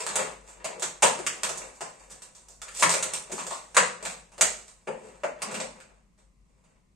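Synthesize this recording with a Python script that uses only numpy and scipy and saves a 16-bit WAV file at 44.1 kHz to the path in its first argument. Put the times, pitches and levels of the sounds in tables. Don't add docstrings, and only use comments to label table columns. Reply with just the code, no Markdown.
import sys
import numpy as np
from scipy import signal
from scipy.fft import rfft, irfft
from scipy.io import wavfile
from scipy.ndimage import uniform_filter1d

SR = 44100
rng = np.random.default_rng(int(sys.argv[2]) if len(sys.argv) > 2 else 0)


def level_to_linear(level):
    exponent = np.asarray(level, float) / 20
    return 10 ** exponent


def master(y):
    cut = np.clip(np.atleast_2d(y).T, -1, 1)
    pcm = np.round(cut * 32767)
    wavfile.write(sys.argv[1], SR, pcm.astype(np.int16))


N = 306492
ARRIVAL_S = 0.0015


def rms_one(x):
    return x / np.sqrt(np.mean(x ** 2) + 1e-20)


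def at_hz(points, hz):
    table = np.array(points)
    return np.interp(np.log(hz), np.log(table[:, 0]), table[:, 1])


def ring(clicks, hz, t60):
    radius = level_to_linear(-60 / (t60 * SR))
    angle = 2 * np.pi * hz / SR
    return signal.lfilter([0, np.sin(angle)], [1, -2 * radius * np.cos(angle), radius ** 2], clicks + 1e-18)


def causal(db, size):
    cepstrum = irfft(db * np.log(10) / 20, size)
    cepstrum[..., 1:size // 2] *= 2
    cepstrum[..., size // 2 + 1:] = 0
    return np.exp(rfft(cepstrum))


EDGES_HZ = 24 * 2 ** np.arange(0, 9.6, .4)


def stereo_bands(size, likeness, shape):
    white = rng.standard_normal((2, 2, size))
    out = 0
    for k, (low, high) in enumerate(zip(EDGES_HZ, EDGES_HZ[1:])):
        hz = np.sqrt(low * high)
        mid, side = white[k % 2]
        alike = np.clip(at_hz(likeness, hz), -1, 1)
        pair = np.sqrt((1 + alike) / 2) * mid + np.sqrt((1 - alike) / 2) * side * [[1], [-1]]
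        band = signal.butter(2, [low, high], "band", fs=SR, output="sos")
        out = out + signal.sosfilt(band, shape(hz, pair))
    return out


# (f/Hz, level/dB per Hz)
FLOOR = [(50, -28), (85, -3.5), (101, -3.5), (195, 3), (249, -8.5), (926, -22.5), (1030, -13.5),
         (1570, -29), (2080, -21), (3300, -29.5), (8290, -26), (10300, -33.5), (16000, -50)]
# (f/Hz, likeness 0..1)
FLOOR_LIKENESS = [(60, 0.9), (240, 0.5), (950, 0.04), (3770, 0.07), (15000, 0.48)]
FLOOR_DB = -68
HUM_HZ, HUM_WIDTH_HZ, HUM_DB = 50, 3.6, -64.5


def background():
    white = stereo_bands(N, FLOOR_LIKENESS, lambda hz, noise: noise)
    hz = np.arange(N // 2 + 1) * SR / N + 1
    hiss = irfft(rfft(white) * level_to_linear(at_hz(FLOOR, hz)), N)
    settle = 40000
    hum = rng.standard_normal(N + settle)
    hum = ring(hum, HUM_HZ, 2.2 / HUM_WIDTH_HZ)
    hum = ring(hum, HUM_HZ, 0.057)[settle:]
    hum_sides = level_to_linear(np.array([[2.2], [-2.2]]))
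    return level_to_linear(FLOOR_DB) * rms_one(hiss) + level_to_linear(HUM_DB) * rms_one(hum) * hum_sides


# (t/s, spread/s, level/dB, bright share level/dB)
BENDS = [(.01, 0.03, -36, 6.5), (0.188, 0.083, -29.5, -0.5), (.48, 0.04, -52, 5.5), (.69, 0.16, -44, -23),
         (0.829, 0.036, -55, 5.5), (1.11, 0.049, -40, -7.5), (1.3, 0.25, -44, 1), (1.59, 0.094, -40.5, 2.5),
         (2.05, 0.37, -56, 4.5), (2.42, 0.042, -68.5, 14), (2.67, 0.033, -52, -10),
         (2.81, 0.051, -43.5, 25.5), (2.94, 0.025, -34.5, 3.5), (3.031, 0.14, -38.5, -22.5),
         (3.42, 0.22, -49.5, 8.5), (3.83, .06, -52, 8), (4.1, 0.098, -51, 6.5), (4.449, 0.12, -55.5, -5.5),
         (4.6, 0.22, -64.5, 15), (5.07, 0.16, -50.5, 0.5), (5.46, 0.075, -38.5, -26),
         (5.56, 0.11, -39.5, -3), (5.75, 0.18, -59.5, -3), (6.2, 0.028, -72, -9), (6.49, 0.057, -71, -1),
         (6.58, 0.055, -70.5, 1), (6.68, 0.059, -68.5, 2), (6.76, .05, -73, -9), (5.98, 0.031, -79, -4)]
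BEND_RISE_DB, BEND_FALL_DB = 16, 13


def bending(step=200):
    s, spread, db, bright_db = np.transpose(BENDS)[..., None]
    knots = np.arange(0, N, step)
    late = (knots / SR - s) / spread
    swell_db = db + np.minimum(BEND_RISE_DB * late, -BEND_FALL_DB * late)
    dull = level_to_linear(swell_db).sum(axis=0)
    bright = level_to_linear(swell_db + bright_db).sum(axis=0)
    return [np.interp(np.arange(N), knots, gain) for gain in (dull, bright)]


def creak():
    wander = np.repeat(rng.standard_normal(N // 400 + 1), 400)[:N]
    clumps = level_to_linear(6.8 * rms_one(wander))
    slips = rng.random((2, N)) < 400 * clumps / SR
    slips = slips * level_to_linear(2.2 * np.minimum(rng.exponential(1, (2, N)), 5))
    slips = slips * rng.choice([-1, 1], (2, N))
    dull = signal.sosfilt(signal.butter(2, 2500, fs=SR, output="sos"), slips[0] + 1e-18)
    bright = signal.sosfilt(signal.butter(2, 2500, "high", fs=SR, output="sos"), slips[1] + 1e-18)
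    dull_gain, bright_gain = bending()
    return rms_one(dull) * dull_gain * level_to_linear(-8) + rms_one(bright) * bright_gain * level_to_linear(-9.5)


PARTS_HZ = [520, 1400, 2700, 3500, 7400]
RIM_FOLLOWS_RIBS, RIM_DB = 0.39, 2
RIB_TOP_DB = 0
VOLLEY_S, FOLLOWERS_DB = 0.0027, -3
RAGGED_DB = 7


def buckle(film_db, panels_db, ribs_db, length, count=24, size=4096):
    wait, strength, sign = rng.random((count, 3)).T
    volley = np.zeros(size)
    delays = np.minimum(-length * np.log(wait) * SR, size // 2).astype(int)
    np.add.at(volley, delays, level_to_linear(FOLLOWERS_DB - 16 * strength) * np.sign(sign - .5))
    volley[0] = VOLLEY_S / length

    hz = np.arange(size // 2 + 1) * SR / size + 1
    rim_db = RIM_DB + RIM_FOLLOWS_RIBS * ribs_db
    parts_db = np.array([panels_db, ribs_db, ribs_db + RIB_TOP_DB, rim_db, 0])
    per_hz_db = parts_db - 10 * np.log10(np.array(PARTS_HZ) / PARTS_HZ[-1])
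    ragged = np.c_[np.geomspace(300, 16000, count), RAGGED_DB * (strength - .5)]
    colour_db = film_db + 12.0 + at_hz(ragged, hz) + at_hz(np.c_[PARTS_HZ, per_hz_db], hz)

    spread = rfft(rms_one(volley) / np.sqrt(size))
    spread /= causal(15 * np.log10(abs(spread) + 0.14), size)
    return irfft(spread * causal(colour_db, size), size)


# (t/s, film level/dB, panels level/dB, ribs level/dB), the last two relative to the film
CRACKS = [(.003, -20, -12, -2), (.064, -13.5, -18, -5.5), (.155, -8.5, -30, -7.5), (0.795, -24, -14.5, -13),
          (1.189, -24.5, -1, -3), (1.264, -11, -19, -7.5), (1.432, -8, -18.5, -4.5),
          (1.491, -15.5, -8.5, -3.5), (1.573, -20, -19, -14), (2.219, -27.5, -14.5, -8),
          (2.616, -19.5, -23.5, -7), (2.681, -28.5, -42, 3), (2.748, -22.5, -26.5, -10),
          (2.796, -14.5, -15, -14), (2.849, -21.5, -10.5, -7), (2.913, -10, -18.5, -8),
          (2.938, -8.5, -21, -3.5), (3.025, -8.5, -29.5, -8.5), (3.134, -9.5, -22, -8),
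          (3.466, -19, -14.5, -7.5), (3.766, -2, -10, 5.5), (4.026, -26, -3.5, 0), (4.379, -27, -4, -2),
          (4.409, 1.2, -22.5, -6.5), (4.679, -32, -17, -9), (4.886, -42, 20.5, -23),
          (5.418, -14.5, -13, -3.5), (5.6, -21.5, -7, 2), (5.801, -36.5, -50, 6)]
# (t/s, film level/dB, panels level/dB, ribs level/dB), likewise
YIELDS = [(.088, -18.5, -8, 0), (0.485, -32.5, -12, -5.5), (.642, -17.5, -6.5, -2), (.755, -44.5, 17, -3.5),
          (.821, -10, -11, -4), (1.021, -3, -13.5, -3.5), (1.026, -3.5, -7, 2), (1.806, -20.5, -4, -1),
          (2.823, -3.5, -11.5, 4.5), (2.892, -5.5, -19, -7), (3.296, -31.5, 2.5, -2.5),
          (3.315, -17, -10.5, -8), (3.377, -20.5, -13, 1.1), (3.504, -18.5, -13.5, -1.2),
          (3.744, -20, -11, 0), (4.005, -43, 5.5, 11), (4.049, -16, -12.5, 1.3), (4.870, -34, 10, 12.5),
          (5.039, -43.5, 13.5, 2), (5.233, -27.5, 5.5, 13), (5.511, -24.5, 2, -1), (5.540, -19, -41, -1)]
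# (t/s, film level/dB, ribs level/dB relative to the film)
TICKS = [(.46, -53, -7), (1.748, -34, -22), (1.996, -57, -8), (2.098, -27.5, -9), (2.347, -32.5, -9.5),
         (2.482, -28.5, -14.5), (2.708, -37, -4), (3.109, -46, -13), (3.683, -43.5, 0), (4.316, -39, 0.5),
         (5.459, -50, -6), (5.889, -52, 5), (5.979, -66, 0), (6.176, -47.5, -3.5), (6.48, -65, 0),
         (6.638, -53, 2.5)]
YIELD_S, WEAK_LASTS = .006, .21
TICK_S, TICK_PANELS_DB = 0.018, -3


def snaps(size=4096, places=3):
    rows = [(*row, VOLLEY_S) for row in CRACKS]
    rows += [(s, film, ribs + TICK_PANELS_DB, ribs, TICK_S) for s, film, ribs in TICKS]
    for s, film, panels, ribs in YIELDS:
        strongest_db = film + max(panels, ribs, 0)
        rows.append((s, film, panels, ribs, YIELD_S * level_to_linear(-WEAK_LASTS * strongest_db)))
    out = np.zeros((places, N + size))
    for k, (s, film, panels, ribs, length) in enumerate(rows):
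        at = max(round((s + ARRIVAL_S) * SR), 0)
        out[k % places, at:at + size] += buckle(film, panels, ribs, length, size=size)
    return out[:, :N]


# (f/Hz, level/dB)
COLOUR = [(50, -41.5), (110, -17.5), (180, -6), (300, -9), (520, 3.5), (1100, 1), (1500, -3.5),
          (2700, -2.5), (3200, -8), (5300, -6), (7600, 4), (9000, 0.5), (10000, -12), (15200, -28),
          (16400, -31)]
# (f/Hz, level/dB)
LEFT_OVER_RIGHT = [(60, -20), (110, 11.5), (200, -0.5), (380, 6), (700, 3), (1290, 3.5), (2380, -0.5),
                   (4400, -3.5), (8120, -4), (15000, 8)]
# (f/Hz, t/s)
ROOM_T60 = [(100, 0.71), (260, 0.56), (700, 0.41), (1840, 0.4), (4850, 0.41), (12800, 0.32)]
# (f/Hz, likeness 0..1)
LIKENESS = [(60, .75), (130, 1), (290, 1), (640, 0.1), (1400, 0.02), (3000, 0.39), (5500, 0.087),
            (7500, 0.66), (10000, 1), (15000, 0.28)]
ROOM_DB, BUILD_UP_S = -25, 0.00098
EARLY_DB, EARLY_S = 4.5, 0.037


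def bedroom(x):
    size = 2 ** 15
    t = np.arange(size) / SR
    hz = np.arange(size // 2 + 1) * SR / size + 1
    density = np.minimum(0.036 + 12 * t, 1)
    echoes = (rng.random(size) < density) / np.sqrt(density)
    echoes *= 1 - np.exp(-t / BUILD_UP_S)
    echoes *= level_to_linear(EARLY_DB * np.exp(-t / EARLY_S))

    def decay(f, noise):
        return noise * echoes * level_to_linear(ROOM_DB - 60 * t / at_hz(ROOM_T60, f))

    room = stereo_bands(size, LIKENESS, decay)
    room[:, 0] += 1
    colour_db = at_hz(COLOUR, hz) + at_hz(LEFT_OVER_RIGHT, hz) * np.array([[.5], [-.5]])
    response = irfft(rfft(room) * causal(colour_db, size), size)
    return signal.fftconvolve(x[None], response, axes=1)[:, :N]


def single_modes(rows, cycles, gain_db):
    size = 4096
    t = np.arange(size) / SR
    out = np.zeros(N + size)
    for s, peak_db, hz in rows:
        at = round((s + ARRIVAL_S) * SR)
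        fade = level_to_linear(peak_db + gain_db - 60 * t * hz / cycles)
        out[at:at + size] += fade * np.sin(2 * np.pi * hz * t)
    return out[:N]


# (t/s, peak level/dB, f/Hz)
TWANGS = [(0.0657, -25, 1540), (0.6424, -37.5, 2020), (1.0266, -14.5, 2162), (1.2645, 2, 2740),
          (1.4336, -28, 2300), (1.5724, -30, 1290), (2.6154, -34, 2286), (2.6828, -42.5, 2120),
          (2.825, -3.5, 1494), (2.826, 8.5, 2050), (1.027, -16, 4250), (4.411, -10, 2170),
          (5.235, -24, 2400), (5.601, -3, 4600), (5.546, -32, 4500), (3.1334, -23, 2208),
          (3.3804, -30.5, 2245), (3.7534, -9, 1722), (3.7678, -4, 1630), (4.0272, -27, 1890),
          (4.0487, -23, 2200), (4.8778, -25, 2660), (5.235, -10, 1280), (5.4191, -40, 1200),
          (5.5454, -6.5, 2860), (5.8017, -30, 2500)]


def twangs():
    return single_modes(TWANGS, cycles=6.5, gain_db=-12.5)


# (t/s, peak level/dB, f/Hz)
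POPS = [(0.155, -23, 837), (0.643, -28, 647), (0.821, -42.5, 503), (1.028, -8, 938), (1.03, -16, 567.5),
        (1.187, -24.5, 340), (1.806, -25.5, 1040), (2.939, -24.5, 572), (3.321, -27, 358),
        (3.38, -24, 1070), (3.51, -20, 1065), (3.769, -18, 526), (4.05, -29, 999), (4.412, -23, 644),
        (4.872, -24, 420), (4.888, -28, 519), (4.885, -26, 866), (5.234, -22, 594), (5.235, -32.5, 1000),
        (5.42, -23.5, 1130), (5.547, -34, 592), (5.602, -31.5, 586)]


def pops():
    return single_modes(POPS, cycles=19, gain_db=-6.5)


# (t/s, peak level/dB, f/Hz)
THUDS = [(0.156, -52, 198), (1.024, -37, 230), (1.43, -55, 189), (1.806, -68, 155), (2.822, -35, 170),
         (3.32, -40, 242), (3.38, -51, 185), (3.766, -37, 192), (4.047, -49.5, 195), (4.409, -46.5, 223),
         (4.874, -42, 223), (5.236, -45, 248), (5.458, -40.5, 218), (5.542, -36.5, 217), (5.658, -50, 233)]


def thuds():
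    return single_modes(THUDS, cycles=21, gain_db=3.0)


LOWERED_S, LOWERING_S = 4.3, .2
RAISED_LEFT_DB, LOWERED_LEFT_DB = 0.67, 0


def scene():
    shell = snaps()
    shell[0] += creak() + thuds()
    shell[1] += pops()
    shell[2] += twangs()
    in_room = sum(bedroom(place) for place in shell)
    left_db = np.interp(np.arange(N) / SR, [LOWERED_S, LOWERED_S + LOWERING_S],
                        [RAISED_LEFT_DB, LOWERED_LEFT_DB])
    return in_room * level_to_linear(left_db * np.array([[.5], [-.5]])) + background()


# (f/Hz, threshold level/dB)
DROPOUT = [(900, -60), (1400, -10), (3000, -5), (4600, -2.8), (5800, -4), (8300, -9), (9800, .2),
           (16000, -1.5)]
ATTACK_SPARED_DB = 4.5


def thin_out(x, size=2048):
    mid_side = np.array([x[0] + x[1], x[0] - x[1]]) / 2
    hz, _, cells = signal.stft(mid_side, SR, "cosine", size, size // 2)
    power = abs(cells) ** 2
    near = uniform_filter1d(power, size=9, axis=1)
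    around = uniform_filter1d(power[:1], size=71, axis=1)
    energy = power[0, 100:].sum(axis=0) + 1e-20
    attack = energy > 2.5 * np.roll(energy, 1)
    threshold = level_to_linear(2 * at_hz(DROPOUT, hz + 1))[:, None]
    strong = near * level_to_linear(2 * ATTACK_SPARED_DB * attack) > around * threshold
    keep = strong | attack * (hz < 9600)[:, None]
    mid, side = signal.istft(cells * keep, SR, "cosine", size, size // 2)[1][:, :N]
    return np.array([mid + side, mid - side])


def low_pass(x):
    return signal.sosfilt(signal.butter(12, 16470, fs=SR, output="sos"), x)


def record(dry):
    rounded = .95 * np.tanh(dry / .95)
    cut = signal.sosfilt(signal.cheby2(10, 60, 16500, fs=SR, output="sos"), rounded)
    mix = thin_out(cut)
    return low_pass(mix)


dry = scene()
out = record(dry)
master(out)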